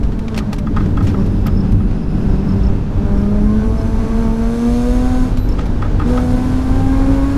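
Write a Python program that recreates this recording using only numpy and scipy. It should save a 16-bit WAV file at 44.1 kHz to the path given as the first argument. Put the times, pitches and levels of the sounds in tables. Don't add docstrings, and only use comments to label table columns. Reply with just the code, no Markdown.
import sys
import numpy as np
from scipy import signal
from scipy.fft import rfft, irfft, next_fast_len
from scipy.io import wavfile
from scipy.ndimage import map_coordinates

SR = 44100
rng = np.random.default_rng(int(sys.argv[2]) if len(sys.argv) > 2 else 0)


def wav_out(sig):
    wavfile.write(sys.argv[1], SR, np.round(np.clip(np.atleast_2d(sig).T, -1, 1) * 32767).astype(np.int16))


N = 325017


def amp(db):
    return 10 ** (np.asarray(db) / 20)


def unit(x):
    return x / np.sqrt(np.mean(x ** 2) + 1e-20)


def along(points, hz):
    f, v = np.transpose(points)
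    return np.interp(np.log(hz + 1), np.log(f + 1), v)


def humps(peaks, hz):
    return sum(db / (1 + (2 * (hz - centre) / width) ** 2) for centre, width, db in peaks)


def curves(rows):
    s, *cols = np.transpose(rows)
    return [np.interp(np.arange(N) / SR, s, c) for c in cols]


def held(start, end, rise, fall):
    t = np.arange(N) / SR
    return np.clip((t - start) / rise, 0, 1) * np.clip(1 - (t - end) / fall, 0, 1)


def swells(rows, length):
    t = np.arange(N) / SR
    return sum(db * np.exp(-((t - s) / length) ** 2) for s, db in rows)


def wobble(rate):
    steps = np.arange(0, N + 32, 32)
    coarse = map_coordinates(rng.standard_normal(4096), [steps * rate / SR], mode="wrap")
    return np.interp(np.arange(N), steps, coarse)


def filtered(x, response):
    m = next_fast_len(len(x) + 8192)
    return irfft(rfft(x, m) * response(np.fft.rfftfreq(m, 1 / SR)), m)[:len(x)]


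def noise(spectrum):
    return unit(filtered(rng.standard_normal(N), lambda hz: amp(along(spectrum, hz))))


def narrow(centre_hz, width):
    return unit(filtered(rng.standard_normal(N), lambda hz: 1 / (1 + (2 * (hz - centre_hz) / width) ** 2)))


def add(track, s, sound):
    part = track[max(round(s * SR), 0):][:len(sound)]
    part += sound[:len(part)]


# (down [s], up [s], time to press [s], engine load [dB], throttle whine [dB])
PRESSES = [(-.1, 3.2, 0.054, -10, -73), (.08, 0.332, 0.31, -2.5, -72), (1.078, 1.19, 0.13, 5, -42),
           (1.2, 1.7, 0.049, -6, -68), (2.2, 2.74, 0.11, -3.5, -58), (2.8, 5.24, 0.31, 0.5, -57.5),
           (6.018, 7.41, 0.075, -0.54, -64)]
COAST_DB, COAST_WHINE_DB = -14.5, -81


def throttle(release):
    load_db, whine_db = COAST_DB, COAST_WHINE_DB
    for down, up, rise, press_db, sing_db in PRESSES:
        pedal = held(down, up, rise, release)
        load_db = np.maximum(load_db, COAST_DB + pedal * (press_db - COAST_DB))
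        whine_db = np.maximum(whine_db, COAST_WHINE_DB + pedal * (sing_db - COAST_WHINE_DB))
    return load_db, whine_db


# (frequency [Hz], level [dB])
PIPE = [(280, 1.5), (450, -3), (620, -0.5), (770, -5.5), (860, -6), (1000, -8), (1150, -9), (1280, -17.5),
        (1400, -17), (1650, -18.5), (1850, -25), (2200, -19.5), (3600, -49)]
# (frequency [Hz], level [dB])
HALFWAY = [(540, -9), (600, -5), (660, -11), (780, -13), (900, -8), (1380, -4.5), (1520, -7), (1750, -4.5)]
# (centre [Hz], width [Hz], level [dB])
CABIN_PEAKS = [(601, 34, 8), (687, 17, 3.5), (703, 18, -4), (753.5, 16, 7.5), (798.8, 14, 7.5),
               (840, 23, -6), (900, 38, 1), (1040, 28, -1), (1060, 30, 2.5), (1122, 15, 1), (1206, 74, 6.5),
               (1396, 40, 1.5), (1510, 49, 8.5), (1592, 55, 7.5), (1735, 40, 0)]
# (start [s], end [s], onset [s], recovery [s])
FALTER = (3.59, 4.08, 0.022, 0.17)
FALTER_DB = -2


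def exhaust(firing_hz, phase, boom_db, second_db, rasp_db):
    stumble = np.clip((-41 - rasp_db) / 7, 0, 1)
    phase = phase + (0.04 + 0.22 * stumble) * wobble(24)

    falter = held(*FALTER)
    flutter_db = (0.8 + 2 * stumble + 2.5 * falter) * wobble(30)
    note = amp(boom_db + FALTER_DB * falter + flutter_db) * np.sin(phase + 1.1 * falter * wobble(32))
    note += amp(second_db + 2 * wobble(24)) * np.sin(2 * phase + 0.22 * wobble(25))

    rasp = np.zeros(N)
    for order in [1.5, *np.arange(2.5, 12.5, 0.5)]:
        hz = order * firing_hz
        path_db = along(PIPE, hz) + humps(CABIN_PEAKS, hz)
        unequal_db = (order % 1 > 0) * along(HALFWAY, hz)
        swell_db = 1.8 * wobble(6) + 2.4 * wobble(16) + 1.1 * wobble(60)
        waver = 0.24 * wobble(16) + 0.08 * wobble(70)
        tone = np.sin(order * phase + waver + rng.uniform(0, 2 * np.pi))
        rasp += amp(path_db + unequal_db + swell_db) * tone
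    faces = 1 + 0.16 * wobble(4) * np.sin(phase / 6) + 0.22 * wobble(4) * np.sin(phase / 3)
    return np.sqrt(2) * (note + amp(rasp_db) * rasp * faces)


# (start [s], end [s], rise [s], fall [s])
BURBLE = (0.7, 3.2, 0.84, 0.31)
# (level [dB], one per order)
BURBLE_DB = (-28.5, -33.5, -37.5)


def burble(phase, load_db):
    throb = np.zeros(N)
    for order, db in zip((0.5, 1.5, 2), BURBLE_DB):
        throb += amp(db + 3.5 * wobble(16)) * np.sin(order * phase + 0.45 * wobble(16))
    light = np.clip(load_db / COAST_DB, 0.3, 1) * held(*BURBLE)
    return light * throb


# (frequency [Hz], level per Hz [dB])
GAS = [(350, -11), (700, -4), (1250, -4.5), (1600, -10.5), (2400, -18), (5000, -33)]
GAS_DB = -9


def combustion(phase, rasp_db):
    beat = 1 + 0.8 * np.sin(phase) + 0.5 * np.sin(phase / 2)
    puffs = unit(beat * amp(2 * wobble(60)))
    return amp(rasp_db + GAS_DB) * puffs * noise(GAS)


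# (frequency [Hz], level per Hz [dB])
INTAKE = [(400, 14.5), (1200, 2), (2200, 6.5), (3300, 5.5), (4700, 4), (5800, 5), (6500, 1.5), (8200, -1.5),
          (10200, -1.5), (12000, -6.5), (15000, -19)]
# (centre [Hz], width [Hz], level [dB])
DUCT = [(3705, 120, 2.5), (4294, 100, 3.5), (5260, 120, 0.5), (6050, 250, -4), (7550, 200, 4.5),
        (8950, 400, 0.5), (9450, 300, 3), (10500, 500, 1.5)]


def intake(phase, rush_db):
    puffs = unit(1 + 0.065 * np.sin(phase) + 0.14 * np.sin(phase / 2))
    air = unit(filtered(noise(INTAKE), lambda hz: amp(humps(DUCT, hz))))
    fizz = filtered(air, lambda hz: along([(7000, 0.69), (13000, 0.55)], hz))
    dullness = np.clip((-37 - rush_db) / 20, 0, 0.8)
    return amp(rush_db + 0.17 * wobble(25)) * puffs * (air - dullness * fizz)


SPELL_EDGE_S = 0.023


def spells(rows):
    return sum(amp(db) * held(start, end, SPELL_EDGE_S, SPELL_EDGE_S) for start, end, db in rows)


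MID_RATE_HZ = 243.3
WHINE_HZ, WHINE_CLIMB = 6390, 0.62
# (start [s], end [s], level [dB])
GRINDS = [(1.17, 3.1, -57.5), (2.1, 2.4, -65)]
# (start [s], end [s], level [dB])
SQUEALS = [(1.17, 1.72, -61), (1.29, 1.37, -63), (1.93, 2.68, -59)]
# (start [s], end [s], level [dB])
SIZZLES = [(1.05, 9.4, -73), (1.28, 1.35, -73), (1.66, 2.24, -72)]


def whines(firing_hz, whine_db):
    turn = 2 * np.pi * np.cumsum(WHINE_HZ * (firing_hz / MID_RATE_HZ) ** WHINE_CLIMB) / SR
    whine = wobble(520) * np.sin(turn + wobble(300))
    whine += wobble(520) * np.cos(turn + wobble(300))
    grind = narrow(centre_hz=2600, width=320)
    squeal = amp(1.5 * wobble(12) + 2 * wobble(40)) * narrow(centre_hz=5080, width=320)
    sizzle = amp(wobble(14) + 1.8 * wobble(50)) * narrow(centre_hz=10470, width=430)
    corner = spells(GRINDS) * grind + spells(SQUEALS) * squeal
    return amp(whine_db) * whine + corner + spells(SIZZLES) * sizzle


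def lift_whistle(start, hold, pitch_hz, first_db):
    t = np.arange(N) / SR - start
    breaking = (0.18 + 0.4 * np.exp(-np.abs(t) / 0.03)) * wobble(500)
    turn = 2 * np.pi * pitch_hz * t + breaking
    tone = np.sin(3 * turn) + amp(first_db) * np.sin(turn)
    return (t > 0) * amp(-47.5 - 148 * np.maximum(t - hold, 0) + 2 * wobble(200)) * tone


# (time [s], level [dB])
KNOCKS = [(0.4056, -28), (0.527, -25), (0.6716, -23), (.7698, -14.5), (0.8072, -23.5), (0.976, -17.5),
          (1.01, -21.5), (1.145, -23), (1.462, -23), (1.483, -25.5), (1.805, -30), (5.59, -21),
          (5.8255, -17), (5.852, -26), (5.868, -32), (5.9998, -16.5), (6.02, -22.5), (6.178, -15.5),
          (6.193, -25), (6.212, -39)]
# (frequency [Hz], level [dB], t60 [s])
KNOCK_MODES = [(816, -11, 0.066), (1050, -1, 0.012), (1220, -2.5, 0.045), (1323, -2, 0.04),
               (1600, -9, 0.016), (1820, -10, 0.017), (2660, -17, 0.033), (3350, -16, 0.024),
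               (3570, -28, 0.015), (4780, -25, .015)]
# (frequency [Hz], level per Hz [dB])
TRIM = [(300, 16), (900, 13.5), (1700, 10), (2300, 11), (3300, 6.5), (5500, 3), (7500, -2.5),
        (11500, -10.5), (15000, -21)]
# (frequency [Hz], level per Hz [dB])
CLACK = [(300, -16), (780, 9), (1300, 19), (1750, 11), (2300, 2), (3200, -8), (5500, -22), (9000, -31),
         (15000, -42)]
TOUCH_S, TOUCH_DB = 0.0059, -8
SCRAPE_DB, SCRAPE_T60_S = -20, 0.076
CLACK_DB, CLACK_T60_S = -10, 0.12


def knocks():
    out, t = np.zeros(N), np.arange(SR // 8) / SR
    for s, db in KNOCKS:
        for lead, share_db in ((TOUCH_S, TOUCH_DB), (0.0011, 0)):
            chance = rng.standard_normal((len(KNOCK_MODES), 2)) * [0.008, 1.3]
            ring = np.zeros(len(t))
            for k, ((hz, level, t60), (detune, vary)) in enumerate(zip(KNOCK_MODES, chance)):
                decay = amp(level + vary - 60 * t / t60)
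                ring += (-1) ** k * decay * np.sin(2 * np.pi * hz * (1 + detune) * t)
            add(out, s - lead, amp(db + share_db) * ring)
        scrape = unit(filtered(rng.standard_normal(len(t)), lambda hz: amp(along(TRIM, hz))))
        clack = unit(filtered(rng.standard_normal(len(t)), lambda hz: amp(along(CLACK, hz))))
        add(out, s - TOUCH_S, amp(db + SCRAPE_DB - 60 * t / SCRAPE_T60_S) * scrape)
        build_up = 1 - np.exp(-t / 0.0024)
        add(out, s, amp(db + CLACK_DB - 60 * t / CLACK_T60_S) * build_up * clack)
    return out


CHATTER_UNTIL_S = 2.3
CHATTER_DB, CHATTER_TOP_DB, CHATTER_T60_S = -61, 7, 0.07


def faint_rattles(count):
    times = (np.arange(count) + rng.random(count)) * CHATTER_UNTIL_S / count
    return [(s, CHATTER_DB, CHATTER_TOP_DB, CHATTER_T60_S) for s in times]


# (time [s], level before the 5.5 dB lift [dB], top end [dB], t60 [s])
RATTLES = [(.03, -37, -11, 0.1), (.119, -36, -35, 0.089), (.19, -35.5, 4, 0.045), (.281, -28, -22, 0.032),
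           (.344, -32, -12, 0.05), (.36, -33.5, 2, 0.11), (.375, -21, 5, 0.06), (.386, -26, -4, 0.043),
           (.529, -27, 6, 0.061), (.561, -42, -1, .05), (.583, -31, 6, 0.053), (.857, -38, -15, .08),
           (1.021, -41, 9, 0.34), (1.067, -31, -5, 0.16), (1.26, -39, 7, 0.058), (1.467, -29.5, 24, 0.024),
           (1.469, -29, -19, 0.058), (1.719, -41.5, 10, 0.074), (1.911, -37, -1, .02),
           (5.37, -31.5, 2, 0.073), (5.489, -37, 14, .031), (5.587, -34, -15, .08),
           (5.605, -35, -11, 0.086), (5.656, -38, 8, 0.07)]


def rattles():
    out, t = np.zeros(N), np.arange(SR // 6) / SR
    for s, db, top_db, t60 in [*RATTLES, *faint_rattles(count=5)]:
        contacts = rng.standard_normal(len(t)) * amp(3.2 * rng.standard_normal(len(t)))

        def colour(hz):
            tilt = along([(3000, 0.041), (9000, 0.3), (12000, 1.0)], hz)
            return amp(along(TRIM, hz) + top_db * tilt)

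        chatter = unit(amp(2 * wobble(350)[:len(t)]))
        rise = 1 - np.exp(-45 * t / t60)
        burst = rise * chatter * unit(filtered(contacts, colour))
        add(out, s, amp(db + 5.5 - 60 * t / t60) * burst)
    return out


# (time [s], peak level [dB])
SQUEAKS = [(1.577, -38.5), (2.492, -41), (2.639, -39.5), (3.185, -47), (3.785, -41), (5.494, -38)]
RUB_BACK_S = 0.031


def squeaks(pitch_hz, length, rough):
    out, t = np.zeros(N), np.arange(-SR // 50, SR // 50) / SR
    back = [(s + RUB_BACK_S, db) for s, db in SQUEAKS]
    for s, db in [*SQUEAKS, *back]:
        turn = 2 * np.pi * pitch_hz * t + rough * wobble(420)[:len(t)]
        add(out, s + t[0], amp(db) * np.exp(-(t / length) ** 2) * np.sin(turn))
    return out


# (time [s], coarseness [dB], unevenness [dB])
SURFACE = [(0, -2, -1.5), (.42, -3, -7.5), (.8, 2, -0.5), (1.25, 2, -2), (1.75, -1.5, 1), (1.95, -3, -4),
           (2.62, 3, 1.5), (2.8, -4, -2), (3.1, -0.5, 1.5), (3.6, -2.5, 3), (4.35, -2.5, -3.5),
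           (4.56, -9, -5), (4.8, -7, 0.5), (5.3, -2.5, 1.5), (5.9, 1, 0), (6.35, -1, -1.5), (6.9, 0.5, 2.5),
           (7.37, -1.5, -2)]
# (frequency [Hz], level per Hz [dB])
SHAKE = [(12, -7), (21, -5), (32, 3.5), (44, -3.5), (56, -2), (72, -12.5), (110, -14.5), (250, -99)]
DRONE = [(50, -20.5), (78, -4), (96, 5.5), (116, -5.5), (160, -4.5), (205, -6.5), (255, -9), (295, -5.5),
         (345, -18.5), (420, -15.5), (600, -36), (1500, -64.5)]
ROAR = [(150, 0), (350, 6), (520, 4.5), (720, 0), (900, 0), (1150, -5), (1550, -6.5), (1900, -13.5),
        (2700, -17), (4000, -20), (6000, -25), (10000, -38.5), (15000, -68)]
# (time [s], level over the steady shake [dB])
BUMPS = [(.03, 7), (2.28, 5), (2.69, 8.5), (4.34, 7.5), (6.14, 5)]
# (centre [Hz], width [Hz], level [dB])
TYRE_MODES = [(153, 48, 1.5), (215.8, 23, 1), (244, 20, -11), (290, 32, -13)]
# (turn-in [s], straightening [s], build-up [s], unwinding [s])
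CORNER = (0.21, 2.6, 0.46, 1.29)
SHAKE_DB, DRONE_DB, BUMP_S = -15.5, -19.5, 0.037
ROAR_DB, ROAR_DB_PER_S, ROAR_PER_SURFACE = -34.5, 0.72, 0.38
SCRUB_DB, STRAIGHT_SCRUB_DB = -27, -38


def road():
    t = np.arange(N) / SR
    surface_db, shake_db = curves(SURFACE)
    shake = amp(SHAKE_DB + shake_db + swells(BUMPS, BUMP_S)) * noise(SHAKE)
    drone = amp(DRONE_DB + surface_db + 1.44 * wobble(13)) * noise(DRONE)
    roar_db = ROAR_DB + ROAR_DB_PER_S * t + ROAR_PER_SURFACE * surface_db
    roar = amp(roar_db + 1.2 * wobble(14)) * noise(ROAR)
    scrub_db = STRAIGHT_SCRUB_DB + (SCRUB_DB - STRAIGHT_SCRUB_DB) * held(*CORNER)
    scrub = amp(scrub_db) * sum(amp(db) * narrow(hz, width) for hz, width, db in TYRE_MODES)
    return shake + drone + scrub + roar


# (time [s], half length [s], peak level [dB])
THUDS = [(1.043, .025, -13), (1.303, 0.022, -10), (1.758, 0.04, -12.5)]


def thuds(pitch_hz):
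    t, out = np.arange(N) / SR, np.zeros(N)
    for s, length, db in THUDS:
        boom = np.sin(2 * np.pi * (pitch_hz * t + rng.random()))
        out += amp(db) * np.exp(-((t - s) / length) ** 2) * boom
    return out


def cabin(x, count, wet):
    delays = rng.uniform(0.001, 0.03, count)
    walls = np.zeros(SR // 30)
    walls[(delays * SR).astype(int)] = rng.choice([-1, 1], count) * np.exp(-delays / 0.0084)
    walls *= wet / np.linalg.norm(walls)
    walls[0] = 1
    return signal.fftconvolve(x, walls / np.linalg.norm(walls))[:N]


# (time [s], firing rate [Hz])
SPEED = [(0, 221), (.28, 223), (.5, 202.9), (.7, 197.6), (1.3, 190.7), (2.2, 187.1), (2.5, 193.8),
         (2.9, 195), (3.42, 207.6), (3.65, 218.8), (3.85, 222.4), (4.05, 222.7), (4.18, 227.6),
         (4.3, 223.1), (4.52, 231.8), (5.08, 252.1), (5.3, 253.4), (6.02, 230.1), (6.12, 248),
         (6.35, 249.7), (6.8, 264.6), (7.37, 277.4)]
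# (time [s], level [dB])
SURGES = [(3.53, -1), (4.27, 3), (6.14, 2)]
# (centre [Hz], width [Hz], level [dB])
STANDING_WAVES = [(199.6, 7, -4.5), (212.2, 10.4, 5), (220.5, 11, -4), (237.2, 2.6, 3.5), (259, 3.9, -3),
                  (271.5, 2.7, 4), (440, 14, 6), (442, 5.8, -8), (468.6, 15, 6), (493, 29, 7),
                  (513.4, 17, -18.5), (555, 34, 9.5), (551.7, 6.2, -15)]
# (firing rate [Hz], width [Hz], level [dB])
INTAKE_TUNING = (239.6, 33.5, 7.35)
SURGE_S = 0.041
RELEASE_S, AIR_RELEASE_S = 0.11, 0.18
BOOM_DB, SECOND_DB, RASP_DB = -17, -33, -35.5
RASP_PER_LOAD, RUSH_PER_LOAD = 1.21, 0.79
RUSH_DB = -45.5
RASP_DB_PER_OCT, RUSH_DB_PER_OCT, WHINE_DB_PER_OCT = 16.5, 18.5, 23


def scene():
    firing_hz, = curves(SPEED)
    load_db, _ = throttle(RELEASE_S)
    air_db, whine_db = throttle(AIR_RELEASE_S)
    octaves = np.log2(firing_hz / MID_RATE_HZ)

    drive_db = load_db + swells(SURGES, SURGE_S)
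    boom_db = BOOM_DB + drive_db + humps(STANDING_WAVES, firing_hz)
    second_db = SECOND_DB + drive_db + humps(STANDING_WAVES, 2 * firing_hz)
    rasp_db = RASP_DB + RASP_PER_LOAD * drive_db + RASP_DB_PER_OCT * octaves
    draw_db = humps([INTAKE_TUNING], firing_hz)
    rush_db = RUSH_DB + RUSH_PER_LOAD * air_db + RUSH_DB_PER_OCT * octaves + draw_db

    phase = 2 * np.pi * np.cumsum(firing_hz * (1 + 0.0018 * wobble(22))) / SR
    engine = exhaust(firing_hz, phase, boom_db, second_db, rasp_db)
    engine += burble(phase, load_db) + combustion(phase, rasp_db)
    engine += cabin(intake(phase, rush_db), count=40, wet=0.38)
    engine += whines(firing_hz, whine_db + WHINE_DB_PER_OCT * octaves + draw_db)
    whistle = lift_whistle(start=5.381, hold=0.036, pitch_hz=3970, first_db=0)

    loose = cabin(knocks() + rattles(), count=30, wet=0.22)
    chirps = squeaks(pitch_hz=5300, length=0.006, rough=0.86)
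    return (engine + whistle + loose + chirps + road() + thuds(pitch_hz=98.8))[None]


TOP_HZ = 15500


def record(dry):
    ceiling = 0.9
    rounded = dry / (1 + np.abs(dry / ceiling) ** 10) ** (1 / 10)
    return np.array([filtered(channel, lambda hz: hz < TOP_HZ) for channel in rounded])


dry = scene()
out = record(dry)
wav_out(out)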